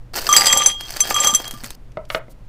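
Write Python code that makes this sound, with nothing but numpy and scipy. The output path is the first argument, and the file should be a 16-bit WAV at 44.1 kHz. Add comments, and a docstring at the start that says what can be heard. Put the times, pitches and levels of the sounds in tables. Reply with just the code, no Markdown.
"""Sweets poured into a glass jar

Foil-wrapped sweets are poured from a crackling bag into a thin glass jar in two shots, then a wooden lid is set on.
Each sweet that strikes the glass rings its modes and damps what was ringing; the heap rattles and thuds in the
jar's air. Grains of noise make the film, damped sines the lid; under all lies a quiet room with rumble and a
mains hum. The shots are joined by hard edits that cut the ringing glass."""
import sys
import numpy as np
from scipy import signal
from scipy.fft import rfft, irfft
from scipy.io import wavfile
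from scipy.ndimage import uniform_filter1d

SR = 44100
rng = np.random.default_rng(int(sys.argv[2]) if len(sys.argv) > 2 else 0)


def makeup_ratio(level_db):
    """Linear amplitude ratio for a level in decibels (20 dB per factor of ten)."""
    decades = np.asarray(level_db, float) / 20
    return 10 ** decades


def file_out(sig):
    """Save sig as 16-bit WAV at sys.argv[1]."""
    # one column per channel
    cols = np.atleast_2d(sig).T
    # limit, then scale
    lim = np.clip(cols, -1, 1)
    pcm = np.round(lim * 32767).astype(np.int16)
    wavfile.write(sys.argv[1], SR, pcm)


N = 109544
T = np.arange(N) / SR

# the two shots of pouring: start/s, end/s
POURS = [(.135, .868), (.868, 1.755)]
# rattle of the tumbling heap: t/s, level/dB
TUMBLE = [(.27, -85), (.34, -28.5), (.55, -26), (.7, -34.5), (.77, -55), (1.12, -41.5), (1.25, -24.5),
          (1.35, -43.5), (1.42, -47.5), (1.6, -88)]


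def read(points, hz):
    """Spectrum lookup on a log frequency axis."""
    f, value = np.transpose(points)
    return np.interp(np.log(hz + 1), np.log(f + 1), value)


def curve(table, column=1):
    """A column of a time table, per sample."""
    rows = np.array(table)
    return np.interp(T, rows[:, 0], rows[:, column])


def evened(x):
    """Scales to rms 1."""
    return x / np.sqrt(np.mean(x ** 2) + 1e-20)


def coloured(x, points):
    """Filters by a spectrum table."""
    gain = makeup_ratio(read(points, np.fft.rfftfreq(len(x), 1 / SR)))
    return irfft(rfft(x) * gain, len(x))


def band(x, lo_hz, hi_hz):
    """Band-pass."""
    sos = signal.butter(2, [lo_hz, min(hi_hz, SR / 2.1)], "band", fs=SR, output="sos")
    return signal.sosfilt(sos, x)


def clicks(per_s, spread_db):
    """Sparse clicks of random sign, a few large."""
    size = makeup_ratio(spread_db * np.minimum(rng.exponential(1, N), 4))
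    sign = rng.choice([-1., 1.], N)
    return size * sign * (rng.random(N) < per_s / SR)


def burst(t60):
    """A short dying puff of noise."""
    t = np.arange(2000) / SR
    return rng.standard_normal(len(t)) * makeup_ratio(-60 * t / t60)


def add(mix, s, sound):
    """Mixes a sound in at a time."""
    part = mix[round(s * SR):][:len(sound)]
    part += sound[:len(part)]


def tumbling():
    """Gain of the tumbling heap, silent outside its table."""
    return makeup_ratio(curve(TUMBLE)) * (T > TUMBLE[0][0]) * (T < TUMBLE[-1][0])


def air():
    """Room rumble and hiss from coloured noise, with a slightly wavering mains hum."""
    # colour of the room noise: f/Hz, level/dB
    room_colour = [(15, -1.5), (44, -7.5), (86, -22), (121, -13.5), (153, -22.5), (735, -36.5),
                   (15500, -65)]
    room_db, hum_db, hum_hz = -37.5, -50.5, 120
    room = makeup_ratio(room_db) * evened(coloured(rng.standard_normal(N), room_colour))
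    waver = 1 + 0.32 * evened(uniform_filter1d(rng.standard_normal(N), 3000))
    return room + makeup_ratio(hum_db) * waver * np.sin(2 * np.pi * hum_hz * T)


def bag():
    """Crackling film: clumped grains of varied colour over a hiss, and some distinct snaps."""
    # crackle of bag and foil: t/s, level/dB
    crackle = [(.135, -29), (.36, -23.5), (.55, -29.5), (.69, -31.5), (.77, -59), (.81, -42.5), (.97, -35),
               (1.08, -29.5), (1.27, -28.5), (1.4, -34.5), (1.6, -45.5), (1.64, -40), (1.755, -49.5)]
    # tone of the crackle, before a 3 dB per octave upward tilt: f/Hz, level/dB
    film_colour = [(88, -36), (150, -9.5), (500, 2), (1340, -7), (4500, -9.5), (15500, -15)]
    # single snaps of the film: t/s, level/dB, f/Hz
    snaps = [ (0.8086, -23.5, 3120), (0.9053, -21.5, 3550), (0.9687, -20.5, 3400), (1.478, -26, 4450),
             (1.51, -22.5, 7240), (1.539, -32.5, 2010), (1.575, -40, 2970), (1.637, -29, 10000),
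             (1.643, -23, 2800), (1.652, -31.5, 4940), (1.6726, -37.5, 4010), (1.705, -24, 3400)]
    clumps = makeup_ratio(5 * evened(uniform_filter1d(rng.standard_normal(N), 500)))
    grains = np.zeros(N)
    for lo in (200, 600, 1800, 5400):
        puffs = signal.oaconvolve(clumps * clicks(700, 4.5), burst(.007))[:N]
        grains += band(puffs, lo, 3 * lo) / np.sqrt(lo)
    hiss = evened(coloured(rng.standard_normal(N), [(200, 0), (16000, -19)]))
    tilted = [(hz, db + 10 * np.log10(hz)) for hz, db in film_colour]
    film = evened(coloured(evened(grains) + .4 * hiss, tilted))
    out = film * makeup_ratio(curve(crackle)) * (T > POURS[0][0]) * (T < POURS[-1][1])
    for s, db, hz in snaps:
        puff = burst(0.02)
        pitched = 1.2 * band(puff, 0.86 * hz, 0.94 * hz)
        add(out, s, makeup_ratio(db) * (pitched + 1.34 * band(puff, 210, 12000)))
    return out


def heap():
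    """Sweets knocking together: bright rattle, thuds that ring the jar's air, and dull bumps of the jar."""
    # air and body of the jar under thuds: f/Hz, width/Hz, level/dB
    jar_modes = [(270, 14, -7.5), (563, 22, 3.5), (813, 68, 6.5), (901, 11, 5)]
    # dull bumps of the jar: t/s, level/dB
    bumps = [(1.098, -30.5), (1.33, -25), (1.536, -28.5), (1.635, -29)]
    thud_db = -3  # against the rattle
    bump_hz, bump_t60 = 236, .08  # Hz, s
    t = np.arange(3000) / SR
    body = np.zeros(len(t))
    for hz, width, db in jar_modes:
        decay = np.exp(-np.pi * width * t)
        body += makeup_ratio(db) * decay * np.sin(2 * np.pi * hz * t) * np.sqrt(width)
    thuds = evened(signal.oaconvolve(clicks(400, 4), body)[:N])
    rattle = np.zeros(N)
    for lo in (1000, 1700, 2800, 4600):
        puffs = signal.oaconvolve(clicks(280, 5), burst(.013))[:N]
        rattle += band(puffs, lo, 1.7 * lo) / lo ** .3
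    out = tumbling() * (makeup_ratio(thud_db) * thuds + evened(rattle))
    for s, db in bumps:
        add(out, s, makeup_ratio(db - 60 * t / bump_t60) * np.sin(2 * np.pi * bump_hz * t))
    return out


def glass():
    """Each mode gathers placed strikes and light patter, and loses energy by decay and by contact."""
    # sweets on the wall: t/s, then level/dB of its modes from 6 kHz up, at 1.2 kHz and at 3.2 kHz
    clinks = [(0.29, -12, -7, -17), (0.3268, -2, -10.5, -11), (0.3642, -1.5, -30, -24.5),
              (0.467, -9.5, -39, -13), (0.5262, -3, -19.5, -16), (0.573, -4.5, -38, -20),
              (0.6029, -35, -16.5, -19.5), (0.6352, -18.5, -59, -21.5), (0.6604, 1.5, -70.5, -24),
              (1.0045, -3, -25.5, -19.5), (1.1106, -22.5, -20.5, -30.5), (1.143, -13.5, -20, -17),
              (1.1632, -14, -12.5, -14), (1.2016, -9, -19.5, -21), (1.2444, -14.5, -19, -12.5),
              (1.2714, -5, -13, -15.5), (1.3051, -14.5, -20.5, -62), (1.3377, -14.5, -20.5, -16.5),
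              (1.348, -3, -78, -20), (1.453, -36, -37.5, -27.5), (1.5404, -59, -33.5, -44)]
    # sweets on the still bare base: t/s, level/dB of its high modes, level/dB of its 2 kHz knock
    base_hits = [(.338, -29, -3.5), (.365, 15, -6), (0.381, -1.5, -12), (0.395, -3.5, -22.5),
                 (0.4088, 0.5, -20), (0.4186, -5.5, -4.5), (0.445, -13, -10.5), (0.458, 0.5, -31),
                 (0.468, 5, -12), (0.482, -3, -18), (0.5301, -12.5, -2)]
    # modes by group, three of the wall and two of the base: f/Hz
    mode_hz = [
        [6085, 6115, 7505, 7980, 9820, 11530, 14300],
        [1188, 1212],
        [3243, 3270],
        [4780, 4870, 7750],
        [2040],
    ]
    # the same modes: level/dB, t60/s
    mode_ring = [
        [(-0.5, 0.087), (-3, 0.072), (-6, 0.083), (-11, 0.052), (-16, 0.11), (-14.5, 0.035), (-28, 0.08)],
        [(-2, 0.35), (-8, 0.3)],
        [(-4.5, 1), (-14, 0.65)],
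        [(-8.5, 0.039), (-6.5, 0.017), (-8.5, 0.018)],
        [(1, 0.0097)],
    ]
    # light touches, one entry per group: level/dB
    patter_db = [2.5, -6, -3.5, -21, -7.5]
    patter_per_s = 340
    strike_s, base_strike_s = 0.00054, .001  # rise of a ring; softer for the thick base's high modes
    contact_db, spread_db = 12.5, 3  # ring lost to each new contact; chance per mode
    touch_db_per_s, busy_db = 239, -17.5  # damping by tumbling sweets at this rattle level
    full_db_per_s = 167  # extra damping once the jar is half full
    crack_db, crack_t60 = -7.5, 0.022  # broadband crack under each strike: dB, s
    wall, base, out = np.array(clinks), np.array(base_hits), np.zeros(N)
    # touches of about unit size, following the heap
    patter = evened(clicks(patter_per_s, 2.0)) * tumbling() / np.sqrt(SR / patter_per_s)
    groups = [wall[:, [0, 1]], wall[:, [0, 2]], wall[:, [0, 3]], base[:, [0, 1]], base[:, [0, 2]]]
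    for g, strikes in enumerate(groups):
        rise_s = base_strike_s if g == 3 else strike_s
        rise = np.hanning(max(round(2 * rise_s * SR), 4))
        at = (strikes[:, 0] * SR).astype(int)
        # loss per sample; tumbling damps only the wall's high modes
        grip_db = touch_db_per_s / SR * makeup_ratio(curve(TUMBLE) - busy_db) * (g == 0)
        grip_db += full_db_per_s / SR * (T > POURS[0][1])
        grip_db[at] = contact_db
        for k, (hz, (db, t60)) in enumerate(zip(mode_hz[g], mode_ring[g])):
            push = patter * makeup_ratio(patter_db[g]) * np.exp(2j * np.pi * rng.random(N))
            draw = rng.standard_normal((len(at), 2))
            strike_db = strikes[:, 1] + spread_db * draw[:, 0] * (k > 0)
            push[at] += makeup_ratio(strike_db) * np.exp(9j * draw[:, 1])  # scattered phase
            push = signal.oaconvolve(push, rise / rise.sum())[:N]
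            for t0, t1 in POURS:  # ringing starts afresh in each shot
                cut = slice(round(t0 * SR), round(t1 * SR))
                lost = makeup_ratio(np.cumsum(grip_db[cut] + 60 / SR / max(t60, .01)))
                ring = np.cumsum(push[cut] * lost) / lost
                out[cut] += makeup_ratio(db) * (ring * np.exp(2j * np.pi * hz * T[cut])).real
    for s, *group_db in clinks + base_hits:
        add(out, s, makeup_ratio(max(group_db) + crack_db) * band(burst(crack_t60), 860, 10000))
    return out


def lid():
    """Wooden knocks: damped modes with a noisy edge for sharper blows; faint ticks and rubs between."""
    # lid on rim: t/s, level/dB, sharpness/dB
    knocks = [(1.9709, -22, -6.5), (2.1013, -32.5, 26.5), (2.147, -21, 20), (2.282, -43, -19.5)]
    # modes of the wood: f/Hz, level/dB
    wood_modes = [(560, 1), (625, -0.5), (920, -8.5), (1320, -5), (2085, -4)]
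    # faint ticks of the lid: t/s, level/dB
    ticks = [(1.919, -44), (2.052, -39)]
    # the lid's seal slides on the glass: t/s, length/s, level/dB
    rubs = [(2.084, 0.11, -41), (2.293, 0.041, -51)]
    cycles = 38  # each mode falls 60 dB in so many cycles
    out, t = np.zeros(N), np.arange(6000) / SR
    for s, db, sharp_db in knocks:
        wood = np.zeros(len(t))
        for hz, mode_db in wood_modes:
            decay = makeup_ratio(mode_db + rng.normal(0, 4.6) - 60 * t * hz / cycles)
            wood += decay * np.sin(2 * np.pi * (hz * t + rng.random()))
        add(out, s, makeup_ratio(db) * wood * np.minimum(t / 0.001, 1))
        add(out, s, makeup_ratio(db + 21.5) * band(burst(0.024), 115, 392))  # dull weight of the blow
        add(out, s, makeup_ratio(db + sharp_db) * band(band(burst(0.023), 950, 4550), 530, 3550))
    for s, db in ticks:
        add(out, s, makeup_ratio(db) * band(burst(0.023), 2240, 7000))
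    for s, length, db in rubs:
        size = round(length * SR)
        swell = np.hanning(size) ** .5
        add(out, s, makeup_ratio(db) * swell * band(rng.standard_normal(size), 3200, 17000))
    return out


def tail(x, t60):
    """Reverberant tail of energy 1: dying noise after a 3 ms gap."""
    t = np.arange(SR // 3) / SR
    taps = rng.standard_normal(len(t)) * makeup_ratio(-60 * t / t60) * (t > .003)
    return signal.oaconvolve(x, taps / np.linalg.norm(taps))[:N]


def scene():
    """All sources in a small room, the same in both channels."""
    room_t60, room_db = 0.073, -12.5  # s, dB
    near = glass() + heap() + bag()
    wet = makeup_ratio(room_db) * tail(near, room_t60) * (T < POURS[-1][1])  # cut where the pouring ends
    wood = lid()
    wood_wet = makeup_ratio(-3.5) * band(tail(wood, 0.2), 227, 1840)
    mid = near + wet + wood + wood_wet + air()
    return np.array([mid, mid])


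def low_pass(x):
    """Removes everything above the highest recorded frequency."""
    return signal.sosfilt(signal.butter(12, 15670, fs=SR, output="sos"), x)


def record(dry):
    """Soft overload near full scale, then a band limit."""
    driven = np.tanh(dry * 1.15) / 1.15
    limited = signal.oaconvolve(driven, signal.firwin(255, 15600, fs=SR)[None], "same")
    return low_pass(limited)


dry = scene()
out = record(dry)
file_out(out)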